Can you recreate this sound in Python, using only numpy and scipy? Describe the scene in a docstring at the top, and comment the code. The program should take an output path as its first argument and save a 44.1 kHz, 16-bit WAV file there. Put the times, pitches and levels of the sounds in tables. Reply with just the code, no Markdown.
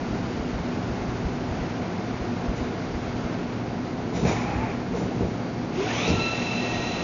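"""At the door of a CNC lathe's sheet-steel enclosure: fans, hydraulic pump and servo drives hum throughout,
and a hand softly bumps the microphone. The tool turret unclamps with a puff of air, turns to the next
tool on rattling gears and locks with a clunk that shakes the frame. The pump labours, then the spindle
runs up to a geared whine over rushing bearings while the slide sets off with a thud."""
import sys
import numpy as np
from scipy import signal
from scipy.fft import rfft, irfft, next_fast_len
from scipy.io import wavfile
from scipy.ndimage import map_coordinates

SR = 44100
rng = np.random.default_rng(int(sys.argv[2]) if len(sys.argv) > 2 else 0)


def file_out(sig):
    """Save sig as 16-bit WAV at sys.argv[1]."""
    # one column per channel
    cols = np.atleast_2d(sig).T
    # limit, then scale
    lim = np.clip(cols, -1, 1)
    pcm = np.round(lim * 32767).astype(np.int16)
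    wavfile.write(sys.argv[1], SR, pcm)


N = 310023
TIME = np.arange(N) / SR


def from_db(db):
    """Decibels to gain."""
    return 10 ** (np.asarray(db) / 20)


def unit_power(x):
    """Scale to an rms of one."""
    return x / np.sqrt(np.mean(x ** 2) + 1e-20)


def envelope(start, length, attack, release):
    """Rise smoothly to one, hold until the length is over, then die away; all in seconds."""
    rise = np.sin(np.pi / 2 * np.clip((TIME - start) / attack, 0, 1)) ** 2
    return rise * np.exp(-np.maximum(TIME - start - length, 0) / release)


def drift(hz):
    """Slow random wander with an rms of one."""
    hop, settle = 40, 2000
    pole = np.exp(-2 * np.pi * hz * hop / SR)
    white = rng.standard_normal(N // hop + settle + 2)
    slow = signal.lfilter([1], [1, -2 * pole, pole * pole], white)[settle:]
    return np.interp(np.arange(N) / hop, np.arange(len(slow)), unit_power(slow))


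def coloured(x, colour):
    """Shape a sound with an EQ curve, at unit power."""
    hz, db = np.transpose(colour)
    size = next_fast_len(N)
    bins = np.maximum(np.fft.rfftfreq(size, 1 / SR), 1)
    gain = from_db(np.interp(np.log(bins), np.log(hz), db))
    return unit_power(irfft(rfft(x, size) * gain, size)[:N])


def noise(colour):
    """Coloured noise of unit power."""
    return coloured(rng.standard_normal(N), colour)


def tone(hz, rough, flutter_hz):
    """A fluttering partial of unit power; roughness above one smears it into a noise band."""
    phase = 2 * np.pi * (np.cumsum(hz * np.ones(N)) / SR + rng.random())
    wave = (1 + rough * drift(flutter_hz)) * np.sin(phase) + rough * drift(flutter_hz) * np.cos(phase)
    return wave / np.sqrt(.5 + rough ** 2)


def low_pass(x, hz):
    """Second-order low-pass."""
    return signal.sosfilt(signal.butter(2, hz, fs=SR, output="sos"), x + 1e-18)


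def resonance(x, hz, width_hz):
    """One resonance with unit gain at its peak."""
    r = np.exp(-np.pi * width_hz / SR)
    feedback = [1, -2 * r * np.cos(2 * np.pi * hz / SR), r * r]
    return signal.lfilter(np.array([1, 0, -1]) * (1 - r * r) / 2, feedback, x + 1e-18)


def enclosure(x, t60, wet_db):
    """Dense reflections between the steel walls."""
    t = TIME[:SR // 2]
    echoes = rng.standard_normal(len(t)) * from_db(-60 * t / t60) * (t > .003)
    wet = signal.fftconvolve(x, echoes / np.linalg.norm(echoes))[:N]
    return (x + from_db(wet_db) * wet) / np.hypot(1, from_db(wet_db))


# airy bed of fans and oil flow: (frequency [Hz], relative level [dB])
FAN_COLOUR = [(45, -27.5), (100, 1), (270, 1.5), (380, -1.5), (540, -8.5), (680, -6.5), (830, -9.5),
              (1200, -15.5), (1420, -15), (1750, -19.5), (2200, -20), (3200, -26.5), (6200, -32),
              (7000, -38.5)]


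def fans(split_hz=900, flicker_db=.59):
    """Fans and oil flow: a low roar under a flickering hiss that eases off once and stays there."""
    ease_db = -2 * np.clip((TIME - 3.33) / .26, 0, 1)
    air = from_db(-30) * noise(FAN_COLOUR)
    roar = low_pass(low_pass(air, split_hz)[::-1], split_hz)[::-1]   # both ways, for a clean split
    hiss = (air - roar) * from_db(1 + ease_db + flicker_db * drift(23))
    return roar * from_db(.33 * ease_db) + hiss


# low end of the cabinet: (frequency [Hz], relative level [dB])
RUMBLE_COLOUR = [(12, -13), (28, -1.5), (40, 6), (62, 2.5), (90, 3), (140, -32)]
# handling swells: (start [s], length [s], level [dB])
HANDLING = [(-.2, 1.8, -43.5), (2.748, .5, -46), (6.6, .5, -42)]


def rumble(cabinet_db=-47):
    """A lumpy cabinet rumble that grows while the microphone is moved."""
    handling = sum(from_db(db) * envelope(s, length, attack=.17, release=.08)
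                   for s, length, db in HANDLING)
    return np.hypot(from_db(cabinet_db), handling) * noise(RUMBLE_COLOUR)


# pump and motor drone: (frequency [Hz], rms level [dB])
MOTOR_TONES = [(117.1, -42), (177.4, -45.5), (179.3, -44.5), (214, -50), (234, -48), (240, -44.5),
               (246.1, -38.5), (478, -54.5), (505, -51.5), (711.5, -49), (1157, -69), (1760, -67),
               (2159, -61)]
# thin whistle of the servo amplifiers: (frequency [Hz], rms level [dB])
SERVO_TONES = [(4102, -67), (4394, -71), (4688, -64), (4980, -72), (5274, -73), (5566, -72)]


def hum():
    """Pump and motor tones beat against close neighbours; the amplifiers whistle steadily."""
    motors = sum(from_db(db) * tone(hz, rough=.22, flutter_hz=4) for hz, db in MOTOR_TONES)
    servos = sum(from_db(db) * tone(hz, rough=.23, flutter_hz=3) for hz, db in SERVO_TONES)
    return motors + servos


# soft handling thumps: (time [s], level [dB])
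BUMPS = [(0.108, -23), (0.388, -20.5), (0.53, -21), (0.585, -23), (0.889, -21.5), (1.074, -21),
         (1.242, -15), (1.436, -29), (1.499, -19), (1.6, -21), (2.125, -27), (2.202, -22.5), (2.474, -14),
         (2.599, -20), (2.939, -19), (3.059, -27), (3.14, -26), (3.23, -26)]


def hand_bumps(thump_hz=66, knock_hz=230, attack_s=.0019, decay_s=.015):
    """A hand bumps the microphone: a heavily damped low swing with a small knock on top."""
    out = np.zeros(N)
    for s, db in BUMPS:
        age = np.maximum(TIME - s - .008, 0)
        detune = np.exp(.1 * rng.standard_normal())
        swing = np.sin(2 * np.pi * thump_hz * detune * age)
        knock = from_db(-10) * np.sin(2 * np.pi * knock_hz * detune * age)
        out += from_db(db) * (swing + knock) * np.exp(-age / decay_s) * (1 - np.exp(-age / attack_s))
    return out


# bright hiss of vented air: (frequency [Hz], relative level [dB])
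AIR_COLOUR = [(1200, -19.5), (2200, 10.5), (3350, 1), (3770, 8), (4300, 1), (4800, 1.5), (5300, 5),
              (5650, 5), (6140, 7), (6500, 0.5), (7200, 6.5)]
# valve puffs: (start [s], level [dB], attack [s], decay [s])
PUFFS = [(2.553, -39, .018, 0.049), (4.11, -35, .065, 0.21), (4.242, -31, 0.044, .07),
         (4.929, -40.5, .04, 0.18), (5.18, -52, .04, 0.12)]


def air_valves():
    """The valves vent compressed air in short puffs."""
    flow = sum(from_db(db) * envelope(s, attack, attack, decay) for s, db, attack, decay in PUFFS)
    return flow * noise(AIR_COLOUR)


# body of the turret's gear noise: (frequency [Hz], relative level [dB])
TURRET_COLOUR = [(50, -1.5), (120, 3), (380, -4.5), (520, -8), (800, -3.5), (1100, -9), (1700, -13.5),
                 (2400, -10.5), (3200, -26.5), (7000, -35)]
# the lift, then the turn: (start [s], length [s], relative level [dB])
TURRET_MOVES = [(4.104, 0.1, -45), (4.217, 0.49, -33.5)]


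def turret_gears(sag_db_per_s=7.5, rattle_db=.6):
    """Gears rattle as the turret lifts off its coupling and turns."""
    motion = np.zeros(N)
    for s, length, db in TURRET_MOVES:
        sag_db = sag_db_per_s * np.maximum(TIME - s, 0)
        motion += from_db(db - sag_db) * envelope(s, length, attack=.063, release=.08)
    return motion * from_db(4 + rattle_db * drift(40)) * noise(TURRET_COLOUR)


# hits of clamp, valves and slide: (time [s], relative level [dB], low-pass [Hz], rattle decay [s])
CLUNKS = [(4.126, -32, 608, 0.11), (4.229, -22.5, 220, 0.055), (4.252, -27.5, 800, 0.042),
          (4.285, -30.5, 600, 0.054), (4.551, -24.5, 127, 0.057), (4.934, -32.5, 600, 0.17),
          (5.208, -21.5, 280, 0.044), (6.078, -27, 900, 0.025), (6.09, -21.5, 199, 0.042),
          (6.114, -22.5, 300, 0.056), (6.22, -36, 500, 0.02)]
# ring of frame and panels: (frequency [Hz], width [Hz], relative level [dB])
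FRAME_MODES = [(73, 19, -5.5), (116, 33, 0), (175, 40, 4.5), (242, 50, 4), (360, 81, 5.5), (450, 74, -5),
               (660, 360, -3.5), (2330, 890, -0.5)]


def clunks(strike=12):
    """Each blow is one hard contact and a dying rattle that shake the frame."""
    force = np.zeros(N)
    for s, db, cutoff_hz, decay in CLUNKS:
        age = TIME - s
        contact = rng.standard_normal(N) * np.exp(-np.abs(age) / decay) * (age >= 0)
        contact[round(s * SR)] += strike
        force += from_db(db) * low_pass(contact, cutoff_hz)
    body = sum(from_db(db) * resonance(force, hz, width) for hz, width, db in FRAME_MODES)
    return 9 * enclosure(body, t60=.25, wet_db=-3.5)


# pitch curve of the index motor: (time [s], pitch [Hz])
INDEX_PITCH = [(4.39, 823), (4.565, 823), (4.62, 888), (4.68, 892)]


def index_motor():
    """The index motor sings, stepping up as the turret nears its station."""
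    hz = np.interp(TIME, *np.transpose(INDEX_PITCH))
    level = from_db(-37) * envelope(4.39, .26, attack=.05, release=.015)
    return level * tone(hz, rough=.35, flutter_hz=14)


# low growl of the pump: (frequency [Hz], relative level [dB])
PUMP_TONES = [(80.5, -10), (161, 0), (244, -3)]


def pump_labour():
    """The hydraulic pump labours in one slow swell."""
    growl = sum(from_db(db) * tone(hz, rough=.27, flutter_hz=17) for hz, db in PUMP_TONES)
    return from_db(-45.5) * envelope(4.98, .97, attack=.24, release=.74) * growl


MESH_HZ, TEETH = 1334, 30   # tooth rate at full speed, teeth per shaft turn


def spindle_drive(start_s=5.71, run_up_s=.42, overshoot_hz=11):
    """Speed and torque (one when full) and shaft turns: run up, overshoot, settle as torque fades."""
    progress = np.clip((TIME - start_s) / run_up_s, 0, 1)
    settling_s = np.maximum(TIME - start_s - run_up_s, 0)
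    speed = np.sin(np.pi / 2 * progress) * (1 + overshoot_hz / MESH_HZ * np.exp(-settling_s / .17))
    torque = (progress > 0) * np.exp(-np.maximum(TIME - 6.03, 0) / .14)
    turns = np.cumsum(speed * MESH_HZ / TEETH) / SR
    return speed, torque, turns


# gear mesh harmonics, lowest first: (level under torque [dB], level running free [dB])
MESH_HARMONICS = [(-38, -50), (-36.5, -46.5), (-43.5, -50)]
# blooms at full speed: (harmonic number, start [s], attack [s], length [s], decay [s], level [dB])
SWELLS = [(1, 6.13, 0.049, 0.18, 0.068, -38), (2, 6.165, 0.066, 0.1, 0.15, -30),
          (2, 6.44, 0.027, 0.24, 0.11, -37), (3, 6.186, 0.013, 0.079, .015, -35.5),
          (3, 6.19, .015, .9, .1, -43.5)]
# sidebands and bearing tones: (multiple of the shaft rate, rms level at full speed [dB])
SHAFT_ORDERS = [(12, -54), (14, -49.5), (21, -54), (57, -51), (58, -54), (59, -54), (61, -47.5), (62, -54),
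                (63, -57), (87, -59), (91, -58), (92, -56), (94, -62), (136, -61)]


def spindle_whine(speed, torque, turns):
    """Gear mesh harmonics and shaft sidebands rise with the speed."""
    climbing = np.clip((1 - speed) * 25, 0, 1)
    # teeth chatter under the starting torque, which smears the higher harmonics most
    spread = from_db(-17) + from_db(-6) * climbing
    mesh_hz = MESH_HZ * speed
    gears = np.zeros(N)
    for k, (torque_db, free_db) in enumerate(MESH_HARMONICS, 1):
        steady = from_db(torque_db) * torque + from_db(free_db) * (1 - torque)
        swell_power = sum((from_db(db) * envelope(s, length, attack, decay)) ** 2
                          for harmonic, s, attack, length, decay, db in SWELLS if harmonic == k)
        level = np.sqrt(steady ** 2 + swell_power) * speed ** (.94 * (k - .5))
        clean = tone(k * mesh_hz, rough=.18, flutter_hz=16) * surges(torque)
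        chatter = tone(k * mesh_hz, rough=3.7, flutter_hz=45 * k)
        gears += level * (clean + k * spread * chatter) / np.hypot(1, k * spread)
    shaft = sum(from_db(db) * tone(order * mesh_hz / TEETH, rough=.12, flutter_hz=4)
                for order, db in SHAFT_ORDERS)
    whine = gears * rasp(torque, turns) + shaft * speed ** 4
    # while the pitch climbs, the walls keep the lower notes ringing
    return whine * (1 - climbing) + enclosure(whine * climbing, t60=.35, wet_db=-1)


def rasp(torque, turns):
    """Tremolo under torque: the gears bear harder once in every turn of the shaft."""
    depth = .3 * torque
    return (1 + depth * np.cos(2 * np.pi * turns)) / np.sqrt(1 + depth ** 2 / 2)


# rush of the bearings: (frequency [Hz], relative level [dB])
BEARING_COLOUR = [(150, -1.5), (400, 9), (750, 8.5), (1200, 0), (1700, -1.5), (2100, 2), (2550, 5),
                  (3000, 0), (3500, -0.5), (4000, -3.5), (4500, -7), (5600, -4), (6500, -6.5),
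                  (7200, -14.5)]


def bearings(speed, torque, turns):
    """Rolling noise grows with speed and torque; part of it loops with every turn of the shaft."""
    surface = rng.standard_normal(round(SR * TEETH / MESH_HZ))
    loop = map_coordinates(surface, [turns % 1 * len(surface)], order=3, mode="grid-wrap")
    share = from_db(-3) * speed
    rolling = (rng.standard_normal(N) + share * loop) / np.hypot(1, share)
    return from_db(-34 + 4.5 * torque) * speed ** .67 * coloured(rolling, BEARING_COLOUR)


# gritty bands: (multiple of the mesh rate, rms level at full speed and torque [dB])
GRIND_BANDS = [(2, -34), (2.9, -35.5)]


def gear_grind(speed, torque):
    """The loaded teeth grind in rough bands that climb with the speed."""
    bands = sum(from_db(db) * tone(multiple * MESH_HZ * speed, rough=3, flutter_hz=260)
                for multiple, db in GRIND_BANDS)
    return torque * speed ** 2.8 * bands


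def drive_strain(groan_s=5.765, groan_hz=360, rise_hz_per_s=700):
    """The spindle drive groans as it takes up the load, then whistles briefly under full torque."""
    groan = tone(groan_hz + rise_hz_per_s * (TIME - groan_s), rough=.3, flutter_hz=30)
    groan *= from_db(-28) * envelope(groan_s, .078, attack=.021, release=.015)
    whistle = tone(hz=6040, rough=.27, flutter_hz=25.5)
    whistle *= from_db(-45.5) * envelope(5.9, .14, attack=.07, release=.05)
    return groan + whistle


# the feed sets off, then bears harder: (start [s], length [s], level [dB])
FEED_MOVES = [(6.054, 0.27, -47.5), (6.547, .6, -47)]


def feed_motor(throb_hz=15.3):
    """The slide's feed motor sings with a quick throb."""
    effort = sum(from_db(db) * envelope(s, length, attack=.1, release=.41)
                 for s, length, db in FEED_MOVES)
    throb = 1 + .55 * np.sin(2 * np.pi * throb_hz * TIME)
    return effort * throb * tone(hz=1888, rough=.26, flutter_hz=5.6)


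# bright edge of the slide's hit: (frequency [Hz], relative level [dB])
CLASH_COLOUR = [(1500, -10), (3800, 1), (4500, 5), (6500, -5), (7200, -1)]


def slide_clash():
    """Steel meets steel as the slide takes up its play: a short bright chatter."""
    chatter = noise(CLASH_COLOUR)
    ring = unit_power(resonance(chatter, hz=5800, width_hz=900))
    return from_db(-34.5) * envelope(6.073, .026, attack=.004, release=.014) * unit_power(chatter + ring)


def bed_thud(start_s=6.08, hz=78):
    """The heavy bed rocks briefly as the slide sets off."""
    swing = np.sin(2 * np.pi * hz * (TIME - start_s))
    return from_db(-27.5) * envelope(start_s, .021, attack=.0098, release=.056) * swing


def surges(torque, start_s=6.36, rate_hz=23):
    """Tremolo on the whine: running free, the gears load and unload in uneven pulses."""
    phase = 2 * np.pi * np.cumsum(rate_hz * (1 + .25 * drift(8))) / SR
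    depth = .45 * envelope(start_s, N / SR, attack=.15, release=1) * (1 - torque)
    return (1 + depth * np.sin(phase)) / np.sqrt(1 + depth ** 2 / 2)


def scene():
    """Mono mix of the idling machine, the tool change, the spindle and the slide."""
    idle = fans() + rumble() + hum() + hand_bumps()
    tool_change = air_valves() + turret_gears() + clunks() + index_motor() + pump_labour()
    speed, torque, turns = spindle_drive()
    spindle = spindle_whine(speed, torque, turns) + bearings(speed, torque, turns)
    load = gear_grind(speed, torque) + drive_strain()
    slide = feed_motor() + slide_clash() + bed_thud()
    return (idle + tool_change + spindle + load + slide)[None]


def record(dry, bass_cut_hz=25, top_cut_hz=7050):
    """A small microphone loses the deepest bass; a steep low-pass cuts off the top."""
    heard = signal.sosfilt(signal.butter(2, bass_cut_hz, "high", fs=SR, output="sos"), dry)
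    return signal.sosfilt(signal.ellip(12, .2, 70, top_cut_hz, fs=SR, output="sos"), heard)


dry = scene()
out = record(dry)
file_out(out)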